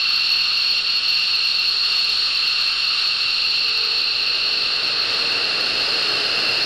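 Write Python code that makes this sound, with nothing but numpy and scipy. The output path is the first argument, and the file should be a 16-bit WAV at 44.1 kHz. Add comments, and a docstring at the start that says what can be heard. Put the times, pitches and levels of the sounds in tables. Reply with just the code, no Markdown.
"""On an airfield's open concrete, a twin-engined fighter jet taxis past, nose first, then tail-on.
Its compressor blades chop swirling air into two screaming tones, over the rush of the intakes and
a low rumble of airfield and breeze. Two engine hums come and go. As the nozzles turn to face us,
the roar of hot exhaust and a thin turbine whistle swell. The overloaded microphone rounds the peaks."""
import sys
import numpy as np
from scipy import signal
from scipy.fft import rfft, irfft
from scipy.io import wavfile
from scipy.ndimage import uniform_filter1d

SR = 44100
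rng = np.random.default_rng(int(sys.argv[2]) if len(sys.argv) > 2 else 0)


def pcm_store(signal):
    """Save signal as 16-bit PCM."""
    levels = np.round(np.clip(np.atleast_2d(signal), -1, 1) * 32767)
    wavfile.write(sys.argv[1], SR, levels.astype(np.int16).T)


N = 293265
TIME = np.arange(N) / SR

# how loud each source is from three sides: nose/dB, side/dB, tail/dB
LOW_TONE_DB, HIGH_TONE_DB = (-25.5, -28, -27.5), (-20.5, -21.5, -24)
RUSH_DB, DUCT_DB = (-31.5, -33.5, -33.3), (-39, -39, -36)
LOW_HUM_DB, HIGH_HUM_DB = (-64, -56, -44), (-71.5, -55.5, -47.5)
ROAR_DB, TURBINE_DB = (-54, -47.5, -34), (-70, -55, -28)
# a blade tone's scattered part against its core: nose/dB, side/dB, tail/dB
SCATTER_DB = (-2.5, 8, 1.5)
# brief dips and lifts of the whine: t/s, half length/s, low tone/dB, high tone/dB
WHINE_FADES = [(.83, 0.019, -16, -7), (1.015, 0.016, -3, -8), (1.78, 0.11, -5, 1), (2.2, 0.12, -4.5, 0.5),
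               (2.772, 0.022, -4, -2), (3.173, 0.015, -1, -3.5), (5.43, .12, 1.5, 0), (6.45, .2, 2.5, .6)]
# tone colour of the intake rush: f/Hz, level/dB
RUSH_COLOUR = [(300, -22), (1000, -15), (2200, -16), (2600, -0.5), (3050, 1), (3300, -1.5), (3750, 1.5),
               (4600, -1), (5100, -8), (5420, -2), (5750, -14.5), (6200, -32), (9000, -35.5), (15500, -43)]
# tone colour of the ringing intake ducts: f/Hz, level/dB
DUCT_COLOUR = [(800, -37), (1020, -16.5), (1130, -2), (1260, 1.5), (1500, -1), (1750, -8), (2300, -9.5),
               (3200, -40), (9000, -70)]
# swells of that ring: t/s, half length/s, level/dB
RING_SWELLS = [(2.65, 0.47, 2.7), (5.2, 0.29, 3)]
# faint high bands of blade noise: f/Hz, half width/Hz, level/dB against the rush
BLADE_BANDS = [(6914, 770, -22.5), (8120, 320, -29.5), (8710, 630, -27.5), (9640, 1200, -32)]
# those bands rise as the intakes pass: t/s, half length/s, level/dB
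BLADE_BAND_SWELL = [(2.6, 1.47, 4)]
# tone colour of the airfield and breeze: f/Hz, level/dB
RUMBLE_COLOUR = [(12, -4.5), (28, 1.5), (45, -5.5), (80, -9), (150, -7), (300, -15), (900, -30),
                 (3000, -60)]
# the hums swell and ebb: t/s, half length/s, low hum/dB, high hum/dB
ENGINE_HUM_SWELLS = [(1.85, 0.43, 12, 5), (2.8, .45, -4, 6), (3.8, 0.29, 10.5, 9), (4.538, 0.13, 6.5, 2),
                     (5.3, 0.22, -1, 5)]
# tone colour of the exhaust roar: f/Hz, level/dB
ROAR_COLOUR = [(60, -30), (113, -3), (135, -8.5), (200, -8), (330, -2), (620, -0.7), (820, -5.5),
               (1000, -9.5), (1500, -0.5), (2200, -7), (4800, -17), (6200, -21.5), (10500, -27),
               (12500, -42.5)]
# the deep part of the roar that comes back from all around: f/Hz, level/dB
AROUND_COLOUR = [(40, -9), (110, -0.5), (280, 5), (700, -19.5), (2000, -43), (6000, -70)]


def undb(db):
    """Turn decibels into a factor to multiply by."""
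    return 10 ** (np.asarray(db) / 20)


def unit(x):
    """Scale a signal to an average strength (rms) of 1."""
    return x / np.sqrt(np.mean(np.abs(x) ** 2))


def noise(colour, band=None):
    """Noise with the given tone colour, of strength 1 overall or within a band in Hz."""
    f = np.maximum(np.fft.rfftfreq(N, 1 / SR), 1)
    hz, db = np.transpose(colour)
    gain = undb(np.interp(np.log(f), np.log(hz), db))
    share = 1 if band is None else np.sum(gain[(f > band[0]) & (f < band[1])] ** 2) / np.sum(gain ** 2)
    coloured = irfft(rfft(rng.standard_normal(N)) * gain, N)
    return unit(coloured) / np.sqrt(share)


def flutter(width_hz, slope=2):
    """Random wobble that smears a tone over nearby pitches; more slope gives cleaner edges."""
    f = np.fft.fftfreq(N, 1 / SR)
    chance = rng.standard_normal(N) + 1j * rng.standard_normal(N)
    return unit(np.fft.ifft(chance / (1 + (2 * f / width_hz) ** 2) ** (slope / 2)))


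def wander(per_second):
    """Slow random drift, about 1 either way."""
    turns = np.arange(0, TIME[-1] + 1, 1 / per_second)
    return 1.2 * np.interp(TIME, turns, rng.standard_normal(256)[:len(turns)])


def tone(hz, amplitude):
    """A tone whose pitch and strength may change as it plays."""
    phase = 2 * np.pi * np.cumsum(hz * np.ones(N)) / SR
    return np.sqrt(2) * (amplitude * np.exp(1j * phase)).real


def beamed(nose_side_tail_db, side_on_s=4.01, turn_s=1.59):
    """A source's level in dB as the jet turns from nose-on through side-on to tail-on."""
    facing = np.tanh((TIME - side_on_s) / turn_s)
    return np.interp(facing, (-1, 0, 1), nose_side_tail_db)


def doppler(swing, pass_s=2.3, glide_s=1.1):
    """Pitch factor: a little high as the jet comes closer, a little low once it has passed."""
    return 1 - swing * np.tanh((TIME - pass_s) / glide_s)


def swells(table):
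    """Smooth rises and dips in dB, one curve for each level column."""
    return sum(np.outer(dbs, np.exp(-((TIME - t) / half) ** 2)) for t, half, *dbs in table)


def blade_tone(core_hz, core_width_hz, scatter_hz, scatter_width_hz):
    """Blades chop swirling air: a restless core tone with a wide band of scattered sound around it."""
    bend, scatter_gain = doppler(.004), undb(beamed(SCATTER_DB))
    core = tone(core_hz * bend, flutter(core_width_hz, slope=1.7))
    scattered = tone(scatter_hz * bend, flutter(scatter_width_hz, slope=3.2))
    return (core + scatter_gain * scattered) / np.sqrt(1 + scatter_gain ** 2)


def compressors():
    """Two screaming blade tones fade and lift on their way through moving air; the low one wavers."""
    low_fade_db, high_fade_db = swells(WHINE_FADES)
    low_db = beamed(LOW_TONE_DB) + low_fade_db + .46 * wander(5.5) + .35
    high_db = beamed(HIGH_TONE_DB) + high_fade_db + .37
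    low = blade_tone(core_hz=2740, core_width_hz=92, scatter_hz=2746, scatter_width_hz=450.8)
    high = blade_tone(core_hz=4322, core_width_hz=174, scatter_hz=4348, scatter_width_hz=735)
    return undb(low_db) * low + undb(high_db) * high


def intakes():
    """Air sucked into the ducts: a bright rush, faint high blade noise and a lower duct ring."""
    rush = noise(RUSH_COLOUR, band=(3100, 3900))
    ring = noise(DUCT_COLOUR, band=(1100, 1650))
    blades = sum(undb(db) * tone(hz, flutter(2 * half, slope=4.5)) for hz, half, db in BLADE_BANDS)
    blades *= undb(swells(BLADE_BAND_SWELL)[0])
    rush_db = beamed(RUSH_DB) + .85 * wander(16)
    ring_db = beamed(DUCT_DB) + swells(RING_SWELLS)[0] + wander(8)
    return undb(rush_db) * (rush + blades) + undb(ring_db) * ring


def rumble():
    """The airfield rumbles, and a light breeze buffets each side of the microphone, the left more."""
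    gust_db = 2 * wander(5)
    breeze = np.array([undb(db + gust_db) * noise(RUMBLE_COLOUR) for db in (-53.5, -64)])
    return undb(-53) * noise(RUMBLE_COLOUR) + breeze


def hums(pitches_hz=(420, 467.7)):
    """Each engine hums on its own note, with the octave above it, loudest from behind."""
    both = 0
    for pitch, sides_db, swell_db in zip(pitches_hz, (LOW_HUM_DB, HIGH_HUM_DB), swells(ENGINE_HUM_SWELLS)):
        hz = pitch * doppler(.00699) * (1 + .00099 * wander(3.16))
        db = beamed(sides_db) + swell_db
        note = tone(hz, 1 + .46 * flutter(7.6))
        octave = tone(2 * hz, 1 + .45 * flutter(7.9))
        # the octave spreads more evenly around the jet, so it swells only half as much
        both += undb(db) * note + undb(.5 * db - 32) * octave
    return both


def exhaust(turbine_hz=4895):
    """Hot jets roar as they mix with the air and smear the turbine's whistle; both aim backwards."""
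    roar = noise(ROAR_COLOUR, band=(250, 750))
    around = undb(-17) * noise(AROUND_COLOUR) * np.array([[1], [-1]])  # opposite signs sound wide
    narrow = undb(-11) * flutter(20, slope=1.8)
    smeared = flutter(520, slope=2.6)
    whistle = tone(turbine_hz, narrow + smeared)
    roar_db = beamed(ROAR_DB) + .5 * wander(12)
    return undb(roar_db) * (roar + around) + undb(beamed(TURBINE_DB)) * whistle


def scene():
    """The microphone follows the jet, keeping it straight ahead; the whine is a bit louder on the right."""
    whine = compressors() * undb([[-.3], [.3]])
    return whine + intakes() + rumble() + hums() + exhaust()


def squeeze(size, ceiling, knee):
    """A gain that leaves quiet sound alone and holds loud sound under the ceiling."""
    return (1 + (size / ceiling) ** knee) ** (-1 / knee)


def record(dry, sizzle_hz=(11500, 14400), top_hz=15600):
    """A fast limiter holds the peaks down; those that still overload the input sizzle in the treble."""
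    outline = np.abs(signal.hilbert(dry.mean(axis=0)))
    loudness = uniform_filter1d(outline, size=18)
    limited = dry * squeeze(loudness, ceiling=.285, knee=5)
    overload = limited * (squeeze(np.abs(limited), ceiling=.265, knee=10) - 1)
    sizzle_band = signal.butter(2, sizzle_hz, "bandpass", fs=SR, output="sos")
    sizzle = undb(1.5) * signal.sosfilt(sizzle_band, overload)
    treble_cut = signal.ellip(10, .2, 70, top_hz, fs=SR, output="sos")
    return signal.sosfilt(treble_cut, limited + sizzle)


dry = scene()
out = record(dry)
pcm_store(out)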